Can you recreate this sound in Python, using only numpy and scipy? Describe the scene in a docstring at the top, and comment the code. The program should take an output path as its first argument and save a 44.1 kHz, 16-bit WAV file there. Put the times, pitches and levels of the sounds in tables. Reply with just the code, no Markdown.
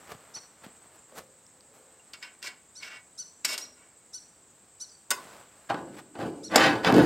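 """Outdoors behind a van, feet crunch through dry grass and a hand taps and brushes a hollow panel.
A steel latch ticks, from about 2 s its pin clicks and scrapes free, and at 5 s its handle snaps home.
Then a swing-away frame with a sheet-metal box clunks and rattles loose while the pin knocks again.
Each steel part rings when it is hit or rubbed. All along a small bird chirps and insects hiss
among the trees; a far bird whistles once, just before the handle snaps."""
import sys
import numpy as np
from scipy import signal
from scipy.fft import rfft, irfft
from scipy.io import wavfile
from scipy.ndimage import uniform_filter1d

SR = 44100
rng = np.random.default_rng(int(sys.argv[2]) if len(sys.argv) > 2 else 0)


def to_wav(sig):
    """Store sig (one row per channel, or 1-D mono) as 16-bit WAV at the path in sys.argv[1].

    Samples outside -1..1 are clipped; the rate is SR.
    """
    pcm = np.clip(np.atleast_2d(sig), -1, 1) * 32767
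    pcm = np.round(pcm).astype(np.int16)
    wavfile.write(sys.argv[1], SR, pcm.T)  # frames by channels


N = 310905
TIME = np.arange(N) / SR


def swing_frame():
    """The tube frame and its sheet-metal box clunk and grind: low notes ring long, high ones die fast."""
    # blows on the frame: time_s, level_db, treble_db, bass_db
    blows = [(5.7, -11, -30, -9.5), (5.743, -17.5, -14.5, -3), (6.153, -31, -12, 1),
             (6.19, -24.5, -36, 3.5), (6.225, -29, -15, -14), (6.564, -23, -12, -25.5),
             (6.628, -21, -20, 0), (6.664, -17, -16, -5), (6.846, -9, -4.5, -20), (6.924, -12.5, -45, 13),
             (6.941, -10.5, -40, 7.5), (6.965, -13.5, -40, 13.5), (6.982, -8.5, -45, 6.5)]
    # rattling in its seat: peak_s, rise_s, hold_s, fall_db_per_s, level_db, treble_db, bass_db
    rattles = [(5.699, 0.011, 0.0012, 273, -24.5, -8.5, -10), (5.752, 0.056, 0.022, 127, -38, -13, 1.5),
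               (5.875, 0.028, 0, 226, -42.5, -19, 4), (5.996, 0.022, 0.01, 900, -52.5, -27, 8.5),
               (6.062, 0.069, 0.0063, 246, -61, -8, 9), (6.156, 0.015, 0, 660, -39, -10, -2),
               (6.205, 0.042, 0.011, 163, -32.5, -10, 8), (6.307, .03, 0.016, 102, -46, -24, 9),
               (6.52, 0.028, 0.0018, 197.5, -29, -7, 2.5), (6.547, 0.036, 0.038, 397, -19.5, -8, -9),
               (6.577, 0.018, .005, 494, -19, 5, -5.5), (6.598, 0.079, 0.051, 105, -20, 2.5, -3.5),
               (6.868, 0.039, 0, 156, -17, -4, -1.5), (6.97, 0.1, 0.035, 100, -24, -5.5, 11.5)]
    # its clear ringing notes: pitch_hz, width_hz, level_db
    notes = [(120, 26, -3.5), (202, 52, 0), (254.3, 8.2, -2), (296.4, 22.6, 6), (338.3, 4.8, 3.5),
             (429, 14, -7), (554, 8.9, -23), (650, 50, -5.5), (670, 15, -9), (782, 13, -6.5),
             (850, 4, -6.5), (917, 6.4, -6), (1019, 7, -1.5), (1495, 8.4, -2.5), (1676, 4.8, -9),
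             (2110, 14, -38), (2606, 54, -12), (3432, 54, -10.5), (3813, 40, -20), (4600, 23, -46),
             (4950, 45, -29)]
    # its crowd of blended notes: pitch_hz, level_db
    body = [(50, -40), (85, -5.5), (233, -7.5), (272, -46), (338, -7), (403, 5.5), (1030, -2.5),
            (1210, -3.5), (1500, -5), (3030, -14.5), (5010, -23), (10300, -44), (14300, -77), (16000, -61)]
    return ring_steel(blows, rattles, notes, body, fade=(-0.88, 0.57),
                      bass_hz=384, middle_hz=794, treble_hz=3640, ring_s=0.13, shortening=0.77,
                      crowd_size=130, slips_per_s=9000, spread_db=1.5,
                      hit_db=11.5, rub_db=-4, notes_db=5.5, crack_db=-60)


def latch_pin():
    """A small solid pin knocks and slides in its sleeve, making short bright rings."""
    # knocks of the pin: time_s, level_db, treble_db, bass_db
    knocks = [(2.134, -34, 0.5, -19), (2.2264, -28, -7.5, -26), (2.4266, -29, 0.5, -28),
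              (2.8298, -25.5, -15, -32), (3.4473, -18, 6, -17), (3.4521, -22.5, 9, -21),
              (3.5776, -28.5, 11, -7), (6.558, -10.5, 9, 9.5), (6.5654, -35, -13, -6.5),
              (6.8469, -12.5, -20, -18), (6.9417, -22.5, -3, 1)]
    # the pin sliding: peak_s, rise_s, hold_s, fall_db_per_s, level_db, treble_db, bass_db
    scrapes = [(2.134, 0.0044, 0.0017, 493, -41, -3, -16), (2.233, 0.02, 0.0024, 236, -36.5, -11.5, -19.5),
               (2.44, 0.012, 0.013, 194, -37, -3, -11.5), (2.466, 0.048, 0.0077, 469, -30.5, -6, -21.5),
               (2.824, 0.029, 0.058, 900, -39.5, -8.5, -17), (2.897, 0.011, 0.066, 333, -40.5, -18.5, -18),
               (3.447, 0.0015, 0.00042, 600, -25.5, 11, -16), (3.49, 0.049, 0.051, 500, -33, 4, -11),
               (3.585, 0.014, 0.0073, 138, -47.5, 12, -3), (3.78, 0.1, 0.064, 118, -57.5, -30, -7.5)]
    # its clear ringing notes: pitch_hz, width_hz, level_db
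    notes = [(1530, 34, 2.5), (1945, 48, 3.5), (2228, 21, 12), (2765, 27, 3.5), (4570, 17, -31),
             (4670, 81, 7.5), (5080, 40, 2.5), (5470, 50, 2), (6690, 52, -5), (7310, 26, -0.5),
             (8100, 43, -32), (7950, 77, -15)]
    # its crowd of blended notes: pitch_hz, level_db
    body = [(120, -48), (200, -16.5), (440, -12.5), (836, -10), (1350, -8), (2300, -2), (3600, -8.5),
            (5200, -6.5), (6400, -18), (8270, -9.5), (10900, -33), (12800, -20), (16000, -43)]
    return ring_steel(knocks, scrapes, notes, body, fade=(-1.06, 0.16),
                      bass_hz=630, middle_hz=2220, treble_hz=8600, ring_s=0.068, shortening=0.35,
                      crowd_size=130, slips_per_s=6000, spread_db=0.5,
                      hit_db=13.5, rub_db=-4, notes_db=-3, crack_db=-5.5)


def latch_handle():
    """A spring snaps the handle home, and it chatters briefly."""
    # the snap: time_s, level_db, treble_db, bass_db
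    snap = [(5.1051, -15.5, 10.5, -11)]
    # the chatter: peak_s, rise_s, hold_s, fall_db_per_s, level_db, treble_db, bass_db
    chatter = [(5.097, .006, .004, 900, -48, -10, 4), (5.114, 0.01, 0, 1300, -14.5, 2.5, -16.5),
               (5.131, .004, 0.0014, 1003, -26, -8.5, -8.5), (5.161, 0.02, 0.023, 500, -37, -19, -5.5),
               (5.203, .02, 0.098, 300, -55, 0, -5)]
    # its clear ringing notes: pitch_hz, width_hz, level_db
    notes = [(1004, 14, -7.5), (1482, 19, 4), (2060, 12.6, -11.5), (2540, 14, -10), (3063, 40, -17),
             (3676, 61, -10.5), (4740, 31, -7.5), (5240, 26, -12), (6190, 25, -17), (6750, 61, -10),
             (7450, 63, -12.5), (8240, 66, -9), (8720, 48, -15), (9530, 42, -21), (11550, 21, -34)]
    # its crowd of blended notes: pitch_hz, level_db
    body = [(59, -55), (100, -17), (583, -0.5), (768, -10.5), (1130, 2.5), (1280, -31), (1480, -13),
            (1800, -11), (4380, -21), (5080, -14), (5770, -30), (8110, -31), (16000, -30)]
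    return ring_steel(snap, chatter, notes, body, fade=(-0.78, 0.17),
                      bass_hz=490, middle_hz=1680, treble_hz=8300, ring_s=0.066, shortening=0.49,
                      crowd_size=70, slips_per_s=5200, spread_db=2.5,
                      hit_db=16, rub_db=-2, notes_db=2, crack_db=-20)


def ring_steel(hits, rubs, notes, body, fade, bass_hz, middle_hz, treble_hz, ring_s, shortening,
               crowd_size, slips_per_s, spread_db, hit_db, rub_db, notes_db, crack_db):
    """Hits, and the tiny slips of rubbing, ring a steel part at its own natural notes (its modes)."""
    # the brief crack of steel on steel: pitch_hz, level_db
    crack = [(3500, 5), (6000, 3), (9000, -22), (13000, -15.5)]
    crowd = np.geomspace(body[1][0], 15500, crowd_size) * (1 + 0.0088 * rng.standard_normal(crowd_size))
    # modes: pitch_hz, ring_s, level_db; higher crowd modes stand for wider bands, so they get a boost
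    modes = [(hz, ring_s * (hz / middle_hz) ** -shortening, at(body, hz) + 10 * np.log10(hz / middle_hz))
             for hz in crowd]
    modes += [(hz, np.log(1000) / np.pi / width, db + notes_db) for hz, width, db in notes]
    modes += [(hz, 0.006, db + crack_db) for hz, db in crack]
    hit_s, hit_level, hit_treble, hit_bass = np.transpose(hits)
    hit_at = (hit_s * SR).astype(int)
    luck = rng.standard_normal((len(hits), len(modes)))  # every hit lands a little differently
    rub_level, rub_treble, rub_bass = stroke_curves(rubs, fade)
    usual_treble, usual_bass = np.median(rubs, axis=0)[-2:]
    start, end = hit_at.min() - SR // 10, min(hit_at.max() + SR, N)
    slips = random_clicks(slips_per_s, spread_db)
    rub_gain = undb(rub_level[start:end] + rub_db)
    lags = rng.integers(0, 300, len(modes))  # slips reach each mode by its own path through the steel
    out = np.zeros(N)
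    for k, (hz, decay_s, db) in enumerate(modes):
        high, low = share(hz, middle_hz, treble_hz), share(hz, middle_hz, bass_hz)
        # the grip shifts as the part moves, so each mode swells and fades on its own
        grip = undb(2.5 * np.interp(TIME[start:end], np.arange(100) / 14, rng.standard_normal(100)))
        rub_tone = high * (rub_treble[start:end] - usual_treble) + low * (rub_bass[start:end] - usual_bass)
        push = slips[start - lags[k]:end - lags[k]] * rub_gain * grip * undb(rub_tone)
        hit_tone = high * (hit_treble - usual_treble) + low * (hit_bass - usual_bass)
        strength = undb(hit_level + hit_db + 2.8 * luck[:, k] + hit_tone)
        push[hit_at - start + lags[k] // 4] += np.sign(luck[:, k]) * strength
        out[start:end] += undb(db) / np.sqrt(decay_s * SR) * ring(push, min(hz, .45 * SR), decay_s)
    return out


def dry_grass():
    """Feet and clothes snap dry stalks: thousands of tiny clicks blend into a crunch."""
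    # brushes through the grass: peak_s, rise_s, hold_s, fall_db_per_s, level_db, treble_db
    rustles = [(.118, 0.046, 0.005, 700, -43.5, 3), (.368, 0.012, 0.0026, 900, -46, -20),
               (.648, 0.029, 0, 800, -44, 0), (.962, 0.071, 0, 300, -61.5, 8),
               (1.188, 0.037, 0.00066, 750, -39, 8), (1.746, 0.024, 0.011, 92, -62, 9),
               (5.34, 0.18, 0.067, 250, -53, 2), (5.998, 0.08, 0.0012, 1499, -42, 0)]
    # tone of the stalks: pitch_hz, level_db
    stalk_tone = [(59, -1), (100, -9.5), (752, -3), (1010, -6.5), (1130, -4), (2630, -12.5), (10700, -28),
                  (12900, -26.5), (16000, -32)]
    # faint shuffling between steps: time_s, level_db
    shuffling = [(0, -54.5), (.08, -55.5), (.25, -57), (.55, -63.5), (.78, -60.5), (1.05, -68.5),
                 (1.14, -56.5), (1.3, -73), (1.55, -76), (1.9, -68.5), (2.1, -66), (5.15, -109), (5.2, -54),
                 (5.45, -65), (5.68, -59), (5.75, -78)]
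    level_db, treble_db = stroke_curves(rustles, fade=(-0.54,))
    shuffle = undb(np.interp(TIME, *np.transpose(shuffling)) + 2 * wander(30))
    crunch = normalise(colour(random_clicks(7000, 1.07), stalk_tone))
    highs = signal.sosfilt(signal.butter(2, 5000, "high", fs=SR, output="sos"), crunch)
    lows = crunch - highs
    return (undb(level_db) + shuffle) * lows + (undb(level_db + treble_db) + shuffle * undb(3)) * highs


def heels_and_latch_ticks():
    """Heels thud low and the latch ticks high, each one a single note that dies quickly."""
    # heels landing: time_s, level_db, pitch_hz
    thuds = [(0.149, -38, 130), (0.665, -34, 200), (6.011, -55, 268)]
    # small ticks of the latch: time_s, level_db, pitch_hz, ring_s
    ticks = [(1.466, -42.5, 5500, 0.005), (1.608, -42.5, 4800, 0.0042), (1.997, -55, 2780, 0.077)]
    out = np.zeros(N)
    for time_s, db, hz, ring_s in [(*thud, .025) for thud in thuds] + ticks:
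        click = undb(db) * (np.arange(N) == int(time_s * SR))
        out += ring(click, hz, ring_s)
    return out


def hollow_panel():
    """A soft tap and a lightly dragged hand set a hollow panel ringing."""
    # the tap: time_s, level_db
    taps = [(1.124, -43.5)]
    # the dragging hand: time_s, level_db
    drag = [(1.5, -97), (1.65, -90), (1.85, -89), (2.0, -105), (2.15, -99)]
    # the panel's notes: pitch_hz, level_db, ring_s
    notes = [(514, -9, 0.88), (610, -16, 0.96), (549, -11, 0.69), (680, -32, .15), (235.7, -16, 0.96),
             (442, -18, 0.89)]
    touch = rng.standard_normal(N) * undb(np.interp(TIME, *np.transpose(drag), left=-150, right=-150))
    for time_s, db in taps:
        touch[int(time_s * SR)] += undb(db)
    return sum(undb(db) * ring(touch, hz, ring_s) for hz, db, ring_s in notes)


def near_bird():
    """Each hoarse chirp is ten harmonics (multiples of a pitch) that rise and fall, shaped by the beak."""
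    # the chirps: start_s, length_s, top_pitch_hz, level_db, brightness_db_per_harmonic
    chirps = [(0.334, 0.06, 1502, -37, -2.7), (2.747, 0.068, 1500, -42, -3),
              (3.172, 0.062, 1513, -36, -0.2), (3.598, 0.065, 1436, -41, -2.5),
              (4.127, 0.062, 1508, -37, 0), (4.794, 0.059, 1507, -36, 0), (6.426, 0.063, 1458, -38.5, -2)]
    # how the beak shapes the voice: pitch_hz, gain_db
    beak = [(1500, -26), (2900, -36), (3500, -11), (4500, -11), (5200, -1.5), (6000, -1), (6800, -12),
            (8500, -14.5), (10000, -15.5), (12000, -30), (15000, -47)]
    # the rise and fall of a chirp: share_of_length, share_of_top_pitch
    arch = [(0, .7), (.1, .8), (.2, .88), (.36, .97), (.55, 1), (.72, .995), (.86, .955), (1, .78)]
    # how hard the bird sings: share_of_length, level_db, brightness_db_per_harmonic
    effort = [(0, -24, -2), (.15, -8, 1), (.3, 0, 1), (.55, -1, 0), (.75, -5, -3), (.9, -8, -6),
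              (1, -16, -7)]
    effort_at, effort_db, effort_brightness = np.transpose(effort)
    flutters = [wander(300) for _ in range(10)]
    waver = 1 + 0.012 * wander(900)
    breath = normalise(colour(rng.standard_normal(N), beak))
    out = np.zeros(N)
    for start_s, length_s, top_hz, db, chirp_brightness in chirps:
        on = (TIME >= start_s) & (TIME < start_s + length_s)
        progress = (TIME[on] - start_s) / length_s
        pitch = top_hz * uniform_filter1d(np.interp(progress, *np.transpose(arch)), size=60) * waver[on]
        phase = 2 * np.pi * np.cumsum(pitch) / SR
        soft_ends = np.clip(10 * np.minimum(progress, 1 - progress), 0, 1)
        loudness = undb(db + np.interp(progress, effort_at, effort_db)) * soft_ends
        brightness = chirp_brightness + np.interp(progress, effort_at, effort_brightness)
        out[on] += loudness * undb(-17) * breath[on]  # air leaking past the voice
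        for k, flutter in enumerate(flutters, 1):
            harmonic_db = at(beak, k * pitch) + brightness * np.clip(k - 4, -1, 2) + 3 * flutter[on]
            out[on] += loudness * undb(harmonic_db) * np.sin(k * phase + k * k)
    return out + echo(out, -9, ring_s=.03, delay_s=.002)  # twigs and ground close to the perch


def far_bird():
    """One falling whistle, blurred by the leaves."""
    # the whistle's path: time_s, pitch_hz, level_db
    whistle = [(4.88, 5230, -75), (4.894, 5060, -69), (4.914, 4760, -59), (4.94, 4600, -64),
               (5.03, 4600, -76.5)]
    time_s, hz, db = np.transpose(whistle)
    on = (TIME > time_s[0]) & (TIME < time_s[-1])
    phase = 2 * np.pi * np.cumsum(np.interp(TIME, time_s, hz)) / SR
    return on * undb(np.interp(TIME, time_s, db) + 10 * wander(200)) * np.sin(phase)


def insects_and_leaves():
    """Sixteen insects pulse, each on its own pitch, over slowly swelling far-off leaves and hum."""
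    # tone of the insect chorus: pitch_hz, level_db
    insect_tone = [(5600, -23), (6400, -17), (7100, -7.5), (7600, -0.5), (8200, -1), (8700, -7.5),
                   (9200, -20), (9800, -66)]
    # tone of the leaves and hum: pitch_hz, level_db
    leaf_tone = [(25, -28), (60, -6.5), (170, -4.5), (400, -6), (900, -9), (1500, -12), (3000, -18),
                 (5300, -19.5), (9500, -26), (16000, -28.5)]
    leaves = colour(rng.standard_normal(N), leaf_tone)
    below_6_khz = signal.sosfilt(signal.butter(4, 6000, fs=SR, output="sos"), leaves)
    leaves *= undb(-64) / np.std(below_6_khz)
    insects = sum(normalise(ring(rng.standard_normal(N), hz, 0.01)) * undb(4.6 * wander(60))
                  for hz in np.linspace(5800, 9400, num=16))
    return leaves * undb(.5 * wander(1.21)) + normalise(colour(insects, insect_tone)) * undb(-60)


def echo(sound, db, ring_s, delay_s):
    """Trees and ground scatter the sound back as a thin, fading wash."""
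    t = TIME[:SR]
    wash = rng.standard_normal(SR) * np.exp(-np.log(1000) * t / ring_s) * (t > delay_s)
    return undb(db) * signal.fftconvolve(sound, wash / np.sqrt(np.sum(wash ** 2)))[:N]


def stroke_curves(strokes, fade):
    """Level and tone curves in dB: rubbing strokes rise, hold and fall, and the loudest one wins."""
    rise_db, fall_db = 20, 40  # a stroke starts and ends this far under its peak
    curves = np.zeros((1 + len(fade), N))
    curves[0] = -120
    for peak_s, rise_s, hold_s, fall_db_per_s, db, *tones in strokes:
        fallen = fall_db_per_s * np.maximum(TIME - peak_s - hold_s, 0)
        under = fallen + rise_db * np.maximum(peak_s - TIME, 0) / rise_s
        on = (under < np.where(TIME < peak_s, rise_db, fall_db)) & (db - under > curves[0])
        # fade is how many dB the treble, then the bass, shift for each dB the stroke falls
        curves[:, on] = [db - under[on]] + [tone + shift * fallen[on] for tone, shift in zip(tones, fade)]
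    return curves


def ring(push, hz, ring_s):
    """One note, with little bass, that dies away by 60 dB in ring_s after each push."""
    decay, angle = np.exp(-np.log(1000) / (ring_s * SR)), 2 * np.pi * hz / SR
    return signal.lfilter([1, 0, -1], [1, -2 * decay * np.cos(angle), decay * decay], push) / 2


def random_clicks(per_s, spread_db):
    """Clicks at random times, most small and a few large."""
    hit = rng.random(N) < per_s / SR
    return normalise(hit * rng.standard_normal(N) * undb(spread_db * rng.exponential(size=N)))


def wander(per_s):
    """A smooth random curve that heads for a new value per_s times a second."""
    hold = int(SR / per_s)
    stairs = np.repeat(rng.standard_normal(N // hold + 1), hold)
    return uniform_filter1d(uniform_filter1d(stairs, hold), hold)[:N]


def colour(sound, tone):
    """Filter a sound through a table of pitch_hz, gain_db."""
    size = 4096
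    hz = np.maximum(np.arange(size // 2 + 1), 1) * SR / size
    cepstrum = irfft(np.log(undb(at(tone, hz))))
    # folding the second half onto the first keeps the filter from sounding ahead of its input
    cepstrum[1:size // 2] *= 2
    cepstrum[size // 2 + 1:] = 0
    return signal.fftconvolve(sound, irfft(np.exp(rfft(cepstrum))))[:N]


def at(tone, hz):
    """Look up the dB of a tone table at any pitch, with octaves evenly spaced."""
    pitches, db = np.transpose(tone)
    return np.interp(np.log(hz), np.log(pitches), db)


def share(hz, from_hz, to_hz):
    """How far a pitch lies from from_hz (0) toward to_hz (1)."""
    return np.clip(np.log(hz / from_hz) / np.log(to_hz / from_hz), 0, 1)


def undb(db):
    """Turn decibels into a plain multiplier."""
    return 10 ** (np.asarray(db) / 20)


def normalise(sound):
    """Scale a sound to an average power of 1."""
    return sound / np.sqrt(np.mean(sound ** 2))


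def scene():
    """Mix in stereo: mid is what both channels share, side is the scattered sound that sets them apart."""
    # stereo width of the sounds at the van: pitch_hz, gain_db
    van_width = [(60, -21), (110, -27), (200, -45), (380, -38), (700, -34), (1290, -24.5), (2380, -26.5),
                 (4400, -20.5), (8120, -18), (15000, -23)]
    # stereo width of the background: pitch_hz, gain_db
    background_width = [(60, -25), (110, -18), (200, -18), (380, -16.5), (700, -14.5), (1290, -16),
                        (2380, -12), (4400, -5.5), (8120, -20), (15000, 6)]
    van = latch_pin() + latch_handle() + swing_frame()
    van += dry_grass() + heels_and_latch_ticks() + hollow_panel()
    # parts this small give off no deep bass
    van = signal.sosfilt(signal.butter(3, 85, "high", fs=SR, output="sos"), van)
    birds = near_bird() + far_bird()
    mid = van + echo(van, -15, ring_s=0.23, delay_s=0.016)
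    mid += birds + echo(birds, -11.5, ring_s=.42, delay_s=0.034)
    mid += insects_and_leaves()
    side = colour(echo(van, 0.1, ring_s=0.039, delay_s=0.00095), van_width)
    side += echo(birds, -27, ring_s=.42, delay_s=0.00083)
    side += colour(insects_and_leaves(), background_width)
    return np.array([mid + side, mid - side])


def record(dry):
    """Cut the very highest treble, above 15900 Hz."""
    return signal.sosfilt(signal.ellip(8, .2, 70, 15900, fs=SR, output="sos"), dry)


dry = scene()
out = record(dry)
to_wav(out)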